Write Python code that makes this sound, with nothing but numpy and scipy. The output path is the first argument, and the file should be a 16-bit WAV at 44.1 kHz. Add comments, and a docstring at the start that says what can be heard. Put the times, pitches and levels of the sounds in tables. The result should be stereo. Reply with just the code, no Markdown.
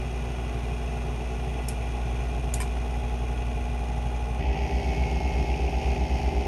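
"""At a laptop's screen, and from 4.4 s right at its vent: a worn fan flutters ever faster against a second fan
as a controller parts their speeds in short glides. Shaft harmonics with beat sidebands make its tones, and
filtered noise chopped by the rotor makes its air. The second fan whistles and whines. The touchpad button clicks
(decaying noise and modes). A softly thudding motor drone and mains hum are sines; at the vent the worn rotor's
unbalance beats against the drone, about eight throbs a second."""
import sys
import numpy as np
from scipy.fft import rfft, irfft, next_fast_len
from scipy.io import wavfile
from scipy.ndimage import map_coordinates

SR = 44100
rng = np.random.default_rng(int(sys.argv[2]) if len(sys.argv) > 2 else 0)


def transcribe(u):
    """Save the signal u as a 16-bit wav file named by the first command-line argument.

    u: samples, shape (n,) or (channels, n), limited to [-1, 1]; the rate is SR.
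    q: integer samples, one column per channel.
    """
    v = np.clip(np.atleast_2d(u).T, -1, 1)
    q = np.round(v * 32767).astype(np.int16)
    wavfile.write(sys.argv[1], SR, q)


N = 285327
T = np.arange(N) / SR

# worn fan's tones at the screen, before waver and tilt: turn_multiple, then peak level of five lines:
# two_beats_below_db, one_below_db, centre_db, one_above_db, two_above_db
TONES_FAR = [(5, -75, -67, -59, -67, -67), (6, -64, -57, -45.5, -57, -60), (7, -62, -47, -54, -58, -62),
             (8, -70, -66, -60, -65, -68), (10, -70, -59, -60, -63, -62), (11, -68, -52, -54, -54, -56),
             (12, -57, -50.5, -50, -57, -64), (13, -65, -49.5, -51, -51.5, -63),
             (14, -61, -61, -65, -64, -70)]
# the same at the vent, before growl and throbs: turn_multiple, two_beats_below_db, one_below_db, centre_db,
# one_above_db, two_above_db
TONES_NEAR = [(2, -70, -58, -54, -45, -62), (3, -48, -42.5, -53, -60, -70), (4, -58, -54, -57, -58, -62),
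              (5, -45.5, -54, -49, -56, -58), (6, -56, -46, -39.5, -58, -58), (7, -66, -49, -52, -53, -63),
              (8, -60, -66, -52, -59, -62), (9, -66, -68, -49.5, -60, -62), (10, -70, -45.5, -51, -60, -60),
              (11, -62, -46, -46, -46, -55), (12, -56, -40, -49, -54, -54), (13, -58, -39, -49, -58, -66),
              (14, -62, -55, -70, -69, -68), (15, -70, -56, -68, -70, -70)]
# vent tones that throb, as three turns of the second fan almost match two of the worn one:
# turn_multiple, depth_0_to_1, swell_s
THROBS = [(3, .35, 5.5), (6, .38, 5.39), (7, .5, 5.34)]
# steady lines of the room's hum, at the screen: pitch_hz, peak_db
HUM_LINES = [(71.85, -51), (83.6, -51), (119.83, -45), (155.5, -50), (179.75, -56.5), (239.66, -41.5),
             (299.6, -54), (419.4, -52.5)]
# low air noise at the screen: freq_hz, density_db_per_hz
RUSH_FAR = [(20, -85), (34, -67), (50, -63.5), (85, -62), (140, -59.5), (200, -68), (310, -71),
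            (420, -69.5), (520, -72.5), (780, -71), (870, -68), (980, -82.5), (1400, -110), (6000, -150)]
# low air noise at the vent: freq_hz, density_db_per_hz
RUSH_NEAR = [(20, -87), (34, -80), (50, -50.5), (90, -58.5), (150, -59.5), (210, -64), (310, -67.5),
             (400, -66), (520, -72), (780, -65), (870, -68), (980, -71.5), (1400, -110), (6000, -150)]
# high air noise at the screen: freq_hz, density_db_per_hz
HISS_FAR = [(600, -100), (1000, -73), (1450, -80.5), (1650, -80.5), (2200, -83), (2500, -77.5), (3000, -80),
            (4200, -92.5), (6600, -92.5), (7600, -100), (8600, -96.5), (9550, -89), (10300, -97),
            (11800, -101), (13200, -135)]
# high air noise at the vent: freq_hz, density_db_per_hz
HISS_NEAR = [(600, -100), (1000, -77.5), (1600, -79.5), (2100, -75.5), (2550, -73), (3100, -81),
             (3900, -88), (5300, -84.5), (6500, -87.5), (7400, -99), (8700, -96), (10300, -91),
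             (11800, -100), (13200, -135)]
# narrow resonances between screen and keyboard: centre_hz, width_hz, level_db
HINGE = [(1092, 73, 4.5), (1310, 71, 0.5), (1450, 87, 9), (2002, 50, 9), (2418, 103, 7.5), (3130, 155, -12),
         (3290, 200, 6.5), (3440, 78, -3.5), (4670, 150, 2), (4850, 170, -7), (5020, 46, 6.5),
         (5350, 150, 5.5), (5900, 80, 6.5), (6180, 160, -1.5), (6180, 55, 12.5), (6540, 49, 8),
         (6720, 50, 8), (6800, 46, 4), (7170, 64, -1.5)]
# resonances of the screen's panel, lifting lines that glide onto them: centre_hz, width_hz, level_db
PANEL = [(831, 8, 5), (700, 8, 3)]
# resonances and hollows of the vent's duct: centre_hz, width_hz, level_db
DUCT = [(1780, 53, -3), (2560, 73, 4), (3000, 100, 3.5), (3250, 110, 4.5), (3420, 110, -2.5),
        (4570, 120, 4), (5270, 200, 3), (6110, 110, -3), (6500, 80, 6), (6770, 120, 5.5)]
# likeness of the two microphone ports: freq_hz, likeness_0_to_1
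ALIKE = [(60, 1), (130, 0.83), (380, 0.55), (640, 0.73), (880, 0.75), (1100, 0.31), (1600, 0.36),
         (2400, 0.6), (4400, 0.62), (6500, 0.56), (7500, 0.3), (8500, 0.51), (9200, 0.59), (10300, 1)]
# level between the ports: freq_hz, left_minus_right_db
BALANCE = [(60, -0.5), (130, -2), (400, -0.5), (800, 1), (1500, -1.5), (2500, -3.5), (5000, -1), (7000, 0)]
# phase between the ports: freq_hz, right_lead_rad
LEAD = [(60, 0), (400, .15), (600, .35), (700, .75), (780, 1.1), (850, 1.8), (950, 2.1), (1300, 3.2),
        (1700, 3.8), (2000, 5.7), (2500, 6.6), (3300, 6.5), (4200, 7.1), (6200, 6.7), (7500, 8.2),
        (8400, 6.3), (8900, 6.3), (10300, 3.2), (10900, 2.8), (11500, .2)]
# controller's retunings: start_s, worn_fan_change_hz, second_fan_change_hz
SPEED_STEPS = [(0.41, 0.59, 0.13), (2.18, 1.2, -1.7), (3.29, 0.49, -1.82), (4.63, 0.33, -1.78),
               (5.79, 0.34, -1.76)]
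# second fan's motor whine: turn_multiple, screen_peak_db, vent_peak_db
WHINE = [(8, -63, -45), (12, -51, -52), (18, -65, -41.5)]
# whooshing slots of the vent's grille, before scraping: from_s, to_s, centre_hz, width_hz, rms_db
SLOTS = [(4.38, 4.864, 1960, 130, -50.5), (4.876, 6.02, 2490, 517, -50)]
# brief rubs of the loose rotor: centre_s, level_db
RUBS = [(4.557, -35.5), (5.037, -37), (5.276, -37), (5.542, -34), (5.679, -39), (5.825, -34.5),
        (5.963, -37.5)]
# touchpad dome snaps down, bottoms out and later springs up: start_s, level_db, ping_hz
SNAPS = [(1.685, -26, 5400), (1.6875, -28, 5400), (2.5393, -19, 7050)]
# freed pad rattles back: start_s, level_db
KNOCKS = [(2.603, -26), (2.6115, -30), (2.618, -27.5)]
# crack of the dome: freq_hz, relative_db
DOME_CRACK = [(1500, -26), (4200, -19), (5400, -7), (6200, -21), (7100, -8), (8000, 0), (9500, -7),
              (10300, 8), (11300, 3), (12000, -15), (14000, -34), (15300, -27), (17000, -45)]
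# crack of the pad: freq_hz, relative_db
PAD_CRACK = [(600, -5), (1050, 2), (1500, -7), (2300, 3), (3100, -10), (4000, -20), (5200, -9), (6800, -8),
             (8900, 9), (10000, -6), (11500, -11), (13000, -53)]
# ringing of the dome: pitch_hz, relative_db, t60_s
DOME_MODES = [(6650, -10, 0.025), (7380, -6, 0.021), (8200, -7.5, 0.028), (9200, -8, .03),
              (9800, -15, 0.12), (10660, -13, .03), (11200, -4.5, .03), (12600, -14.5, .02),
              (15200, -18, .012)]
# ringing of the pad: pitch_hz, relative_db, t60_s
PAD_MODES = [(1010, -9, .1), (1830, -8, .03), (2331, -3.5, .045), (3050, -12, .03), (5006, -15, .035),
             (5437, -16, .03), (8533, -7, .03), (9050, -4, .03), (11400, -12, .03)]
# room's answer to a click: freq_hz, relative_db
ECHO = [(1000, -7), (5000, -4), (9700, 1.5), (11500, -2), (13000, -50)]

TOP_HZ = 17000
AT_VENT_S = 4.4  # the microphone is at the vent from here on

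# rotors; pairs are worn fan, second fan
START_HZ = (62.61, 55.25)
VENT_JUMP_HZ = (1.83, -4.08)  # added at the vent
GLIDE_S = .59  # time to reach a new speed
IN_STEP_S = 5.014  # unbalance and drone swell together
FANS_MEET_S = (3.3197, 5.2626)  # the rotors push the chassis together: at the screen, at the vent
STRAIN_FROM_S, STRAIN_RISE_S = 2, 2  # strain between the rotors builds as their speeds part
PIVOT_ORDER, TILT_DB_PER_ORDER = 9, .8  # full strain tilts the screen tones upward about this multiple
WAKE_FROM_S, WAKE_DB = 0.4, 2.5  # upper tones and second fan grow by this much

# worn fan's air
FLAP_FROM_HZ, FLAP_DB = 660, 2.5  # at full strain the rush above this swings by +-FLAP_DB with each beat
STRAINED_FLOW_CUT_DB = 5  # and is softer by this much
GRIP_GROWTH = .5  # share by which the scraping deepens
GROWL_START_DB, GROWL_DB_PER_S = -1.5, 1.13
HISS_TOP_HZ, HISS_SWELL_S, HISS_SWELL_DB = 3600, .4, 5  # top grows as the microphone settles at the vent
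SLOT_FADE_S = 0.24
RUB_HZ, RUB_WIDTH_HZ, RUB_HALF_S = 2500, 800, .004

# second fan; whistle levels before the jet
WHISTLE_FAR_DB, WHISTLE_NEAR_DB = -58, -54
JET_AT_S, JET_HALF_S, JET_DB = 5.12, .39, 8.5  # the microphone drifts through the fan's jet

# room; drone and under levels before their swell
DRONE_HZ, DRONE_DB, DRONE_WAVER_DB, DRONE_LEFT_DB = 59.09, -27.4, .2, 0.12
UNDER_HZ, UNDER_DB = 47.33, -46.5  # a deeper hum
SWELL_AT_S, DRONE_SWELL_DB, UNDER_SWELL_DB = 1.53, 2, 6.5  # both grow once and stay up
THUD_AT_S, THUDS_PER_S = .055, 11.975
THUD_HZ, THUD_HALF_S, THUD_SLIP_RAD, THUD_DB = 129, .0095, .18, -31.5
HUM_VENT_DB = 2  # hum's gain at the vent

PING_DB, PING_WIDTH_HZ, PING_T60_S = -4, 400, 0.024

PORT_HALVES = np.array([[.5], [-.5]])  # left, right


def amp(db):
    """Decibels to gain."""
    return 10 ** (np.asarray(db) / 20)


def unit(x):
    """Scale to rms 1."""
    return x / np.sqrt(np.mean(x ** 2) + 1e-20)


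def along(points, hz):
    """(Hz, value) points read on a log axis."""
    f, v = np.transpose(points)
    return np.interp(np.log(hz + 1), np.log(f + 1), v)


def ramp(start_s, length_s):
    """A smooth rise from 0 to 1."""
    u = np.clip((T - start_s) / length_s, 0, 1)
    return u * u * (3 - 2 * u)


def wobble(knots_per_s):
    """A smooth random curve through normal knots."""
    coarse = T[::100]
    knots = rng.standard_normal(int(T[-1] * knots_per_s) + 4)
    return np.interp(T, coarse, map_coordinates(knots, [coarse * knots_per_s]))


def filtered(x, response):
    """x times a response of frequency."""
    m = next_fast_len(N + 8192)
    return irfft(rfft(x, m) * response(np.fft.rfftfreq(m, 1 / SR)), m)[..., :N]


def angle(hz, in_step_s, other_hz=DRONE_HZ):
    """Angle gained on another rotation; the two line up at in_step_s."""
    turns = np.cumsum(hz - other_hz) / SR
    return 2 * np.pi * (turns - np.interp(in_step_s, T, turns))


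def bumps_db(bumps, hz):
    """Level change from narrow resonances."""
    return sum(db / (1 + (2 * (hz - f) / width) ** 2) for f, width, db in bumps)


def ports(pair, gain):
    """Two unrelated signals become coloured left and right, partly alike, with level and phase offsets."""
    def mix(hz):
        turn = np.arccos(np.clip(along(ALIKE, hz), -1, 1)) / 2
        return gain(hz) * np.array([np.cos(turn), np.sin(turn)])

    def offset(hz):
        return amp(PORT_HALVES * along(BALANCE, hz)) * np.exp(-1j * PORT_HALVES * along(LEAD, hz))

    mid, side = filtered(pair, mix)
    return filtered(np.array([mid + side, mid - side]), offset)


def tone(phase, hz):
    """A sine as the two ports hear it."""
    return amp(PORT_HALVES * along(BALANCE, hz)) * np.sin(phase - PORT_HALVES * along(LEAD, hz))


def air(spectrum, bumps=()):
    """Stereo turbulence noise with narrow resonances on its spectrum."""
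    white = rng.standard_normal((2, N)) * np.sqrt(SR / 2)
    return ports(white, lambda hz: amp(along(spectrum, hz) + bumps_db(bumps, hz)))


def whoosh(centre_hz, width_hz):
    """Stereo noise of rms 1 in one resonance."""
    white = rng.standard_normal((2, N))
    return unit(ports(white, lambda hz: 1 / (1 + ((hz - centre_hz) / width_hz * 2) ** 4)))


def fading(hits, t60_s):
    """Envelope of blows that rise very fast and die away; overlaps add in power."""
    power, age = np.zeros(N), np.arange(SR // 2) / SR
    for s, db in hits:
        blow = (1 - np.exp(-age / 0.00033)) * amp(db - 60 * age / t60_s)
        power[round(s * SR):][:len(age)] += blow ** 2
    return np.sqrt(power)


def ringing(hits, modes, scatter_db=2.0):
    """Each blow rings decaying modes anew, with random level and phase."""
    out, age = np.zeros((2, N)), np.arange(SR // 4) / SR
    attack = 1 - np.exp(-age / 0.00026)
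    for s, db in hits:
        for hz, mode_db, t60_s in modes:
            peak_db = db + mode_db + scatter_db * rng.standard_normal()
            fade = amp(peak_db - 60 * age / t60_s) * attack
            ring = np.sin(2 * np.pi * (hz * age + rng.random((2, 1))))
            out[:, round(s * SR):][:, :len(age)] += fade * ring
    return out


def speeds():
    """Turns per second of the worn and the second fan: each controller step is a short glide."""
    hz = np.array(START_HZ)[:, None] + np.outer(VENT_JUMP_HZ, T > AT_VENT_S)
    return hz + sum(np.outer([worn, second], ramp(s, GLIDE_S)) for s, worn, second in SPEED_STEPS)


def rattle():
    """Gain of upper bearing tones and second fan, which wake with the first change of speed."""
    return amp(WAKE_DB * (ramp(WAKE_FROM_S, GLIDE_S) - 0.5))


def room_hum(drone_angle):
    """A motor drones just under mains speed and thuds softly, with a deeper wavering hum and mains hum."""
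    swell = ramp(SWELL_AT_S, GLIDE_S)
    drone_db = DRONE_DB + DRONE_SWELL_DB * swell + DRONE_WAVER_DB * wobble(2.76)
    drone = amp(drone_db) * tone(drone_angle, DRONE_HZ)
    drone = amp([[DRONE_LEFT_DB], [-DRONE_LEFT_DB]]) * drone

    under_angle = drone_angle + angle(np.full(N, UNDER_HZ), in_step_s=3.053)
    under_db = UNDER_DB + UNDER_SWELL_DB * swell + 0.65 * wobble(3.6)
    under = amp(under_db) * tone(under_angle, DRONE_HZ)

    age = (((T - THUD_AT_S) * THUDS_PER_S + .5) % 1 - .5) / THUDS_PER_S  # s from the nearest thud
    thud_level = amp(THUD_DB + wobble(12)) * np.exp(-(age / THUD_HALF_S) ** 2)
    thuds = thud_level * tone(2 * np.pi * THUD_HZ * age + THUD_SLIP_RAD * wobble(10), THUD_HZ)

    hum = sum(amp(db + 0.62 * wobble(1.98)) * tone(2 * np.pi * (hz * T + rng.random()), hz)
              for hz, db in HUM_LINES)
    return drone + under + thuds + amp(HUM_VENT_DB * ramp(AT_VENT_S, GLIDE_S)) * hum


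def touchpad(snap_t60_s=0.015, knock_t60_s=0.022, room_t60_s=0.17, room_db=-15):
    """The button's metal dome snaps and pings, and the plastic pad rattles back; the room answers faintly."""
    def noise(spectrum):
        return unit(ports(rng.standard_normal((2, N)), lambda hz: amp(along(spectrum, hz))))

    snaps = [(s, db) for s, db, hz in SNAPS]
    ping = sum(fading([(s, db)], PING_T60_S) * whoosh(hz, PING_WIDTH_HZ) for s, db, hz in SNAPS)
    dome = amp(PING_DB) * ping + ringing(snaps, DOME_MODES) + fading(snaps, snap_t60_s) * noise(DOME_CRACK)
    pad = ringing(KNOCKS, PAD_MODES) + fading(KNOCKS, knock_t60_s) * noise(PAD_CRACK)
    echo = amp(room_db) * fading(snaps + list(KNOCKS), room_t60_s) * noise(ECHO)
    return dome + pad + echo


def second_fan(rotor, near):
    """A healthy fan: its 47 blades whistle at blade-pass rate and its motor whines at turn multiples."""
    def heard(far_db, near_db):
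        return amp(far_db * (1 - near) + near_db * near)

    jet = amp(JET_DB * np.exp(-((T - JET_AT_S) / JET_HALF_S) ** 2))
    blades = amp(wobble(15)) * tone(47 * rotor + wobble(30) / 3, 2200)
    whistle = jet * heard(WHISTLE_FAR_DB, WHISTLE_NEAR_DB) * blades
    motor = sum(heard(far_db, near_db) * tone(round(k) * rotor, k * START_HZ[1])
                for k, far_db, near_db in WHINE)
    return rattle() * (whistle + motor)


def bearing(rotor, beat, tones, slip_rad, waver_db, strain=0, panel=(), throbs={}):
    """Shaft harmonics; the other fan shakes the loose rotor, so each flutters with two sidebands per side."""
    def slow(x):
        return np.broadcast_to(x, N)[::60]

    side = np.arange(-2, 3)[:, None]
    sign = np.array([[-1], [1], [1], [1], [-1]])  # broad tops, narrow dips
    turn_hz, beat_hz = [np.gradient(slow(a), slow(T)) / (2 * np.pi) for a in (rotor, beat)]
    shake = sign * np.exp(1j * side * slow(beat))
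    woken = slow(rattle())
    out = np.zeros((2, N))
    for multiple, *lines_db in tones:
        k = round(multiple)
        db = np.array(lines_db)[:, None] + bumps_db(panel, k * turn_hz + side * beat_hz)
        db = db + waver_db * slow(wobble(2.66))
        db = db + TILT_DB_PER_ORDER * slow(strain) * (k - PIVOT_ORDER)
        lines = (amp(db) * shake).sum(0)
        if k > PIVOT_ORDER:
            lines = lines * woken
        shaken = np.interp(T, slow(T), lines) * throbs.get(k, 1)
        phase = k * rotor + slip_rad * wobble(3.57) + rng.uniform(0, 2 * np.pi)
        out += abs(shaken) * tone(phase + np.angle(shaken), k * turn_hz.mean())
    return out


def scrape(rotor, cage, once, twice):
    """The loose rotor chops its noise once and twice a turn, the ball cage every third turn."""
    return unit(np.exp(cage * np.cos(rotor / 3) + once * np.cos(rotor) + twice * np.cos(2 * rotor)))


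def grille():
    """Air whooshes in the slots as the microphone passes them, and the rotor rubs now and then."""
    def passing(start_s, end_s):
        fade_in = ramp(start_s - SLOT_FADE_S / 2, SLOT_FADE_S)
        return fade_in - ramp(end_s - SLOT_FADE_S / 2, SLOT_FADE_S)

    slots = sum(amp(db) * passing(start, end) * whoosh(hz, width) for start, end, hz, width, db in SLOTS)
    rubs = sum(amp(db) * np.exp(-((T - s) / RUB_HALF_S) ** 2) for s, db in RUBS)
    return slots + rubs * whoosh(RUB_HZ, RUB_WIDTH_HZ)


def worn_fan_far(rotor, beat):
    """At the screen: bearing tones, loose at first, in a rush of air whose upper part flaps with the beat."""
    strain = ramp(STRAIN_FROM_S, STRAIN_RISE_S)
    tones = bearing(rotor, beat, TONES_FAR, slip_rad=.22 - .14 * strain, waver_db=1,
                    strain=strain, panel=PANEL)
    grip = 1 + GRIP_GROWTH * ramp(STRAIN_FROM_S, GLIDE_S)
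    hiss = air(HISS_FAR, HINGE) * scrape(rotor, cage=0.07 * grip, once=0.11 * grip, twice=0.09)
    rush = air(RUSH_FAR) * scrape(rotor, cage=0.035, once=0.032, twice=0.11)
    upper_rush = filtered(rush, lambda hz: hz > FLAP_FROM_HZ)
    flap_gain = amp(strain * (FLAP_DB * np.cos(beat) - STRAINED_FLOW_CUT_DB))
    airflow = amp(0.35 - 1.0 * strain)  # the air noise eases as the second fan slows
    return tones + airflow * (rush + upper_rush * (flap_gain - 1) + hiss)


def worn_fan_near(rotor, beat, throb_hz, left_db=3.0, rush_db=-1.0):
    """At the vent: unbalance hums a little to the left, the bearing growls and throbs, the hiss rasps."""
    unbalance = amp(-27.5 + 0.18 * wobble(8.8)) * amp([[left_db], [-left_db]]) * tone(rotor, DRONE_HZ)
    throbs = {k: 1 + depth * np.exp(1j * angle(throb_hz, s, 0)) for k, depth, s in THROBS}
    growl = amp(GROWL_START_DB + GROWL_DB_PER_S * np.maximum(T - AT_VENT_S, 0))
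    tones = growl * bearing(rotor, beat, TONES_NEAR, slip_rad=.06, waver_db=.6, throbs=throbs)
    hiss = (air(HISS_NEAR, DUCT) + grille()) * scrape(rotor, cage=0.05, once=0.2, twice=0.15)
    rush = air(RUSH_NEAR) * scrape(rotor, cage=0.026, once=0.065, twice=0.071)
    rush = rush * amp(0.11 * np.cos(beat))
    top_gain = amp(HISS_SWELL_DB * (ramp(AT_VENT_S, HISS_SWELL_S) - 1))
    shaded = filtered(hiss, lambda hz: hz > HISS_TOP_HZ) * (1 - top_gain)
    return unbalance + tones + amp(rush_db) * rush + amp(-0.04 + 0.56 * wobble(9)) * (hiss - shaded)


def scene():
    """The worn fan from two places, with the second fan, the room and the button."""
    drone_angle = 2 * np.pi * DRONE_HZ * T
    worn_hz, second_hz = speeds()
    rotor = drone_angle + angle(worn_hz, IN_STEP_S)
    far_beat, near_beat = [angle(worn_hz, s, second_hz) for s in FANS_MEET_S]  # quickens as speeds part
    throb_hz = 3 * second_hz - 2 * worn_hz
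    near = np.clip((T - AT_VENT_S) / .02 + .5, 0, 1)  # 20 ms crossfade
    worn_far = np.sqrt(1 - near) * worn_fan_far(rotor, far_beat)
    worn_near = np.sqrt(near) * worn_fan_near(rotor, near_beat, throb_hz)
    return worn_far + worn_near + second_fan(rotor - far_beat, near) + room_hum(drone_angle) + touchpad()


def record(dry):
    """The microphone's band limit: nothing passes above TOP_HZ."""
    return filtered(dry, lambda hz: hz < TOP_HZ)


dry = scene()
out = record(dry)
transcribe(out)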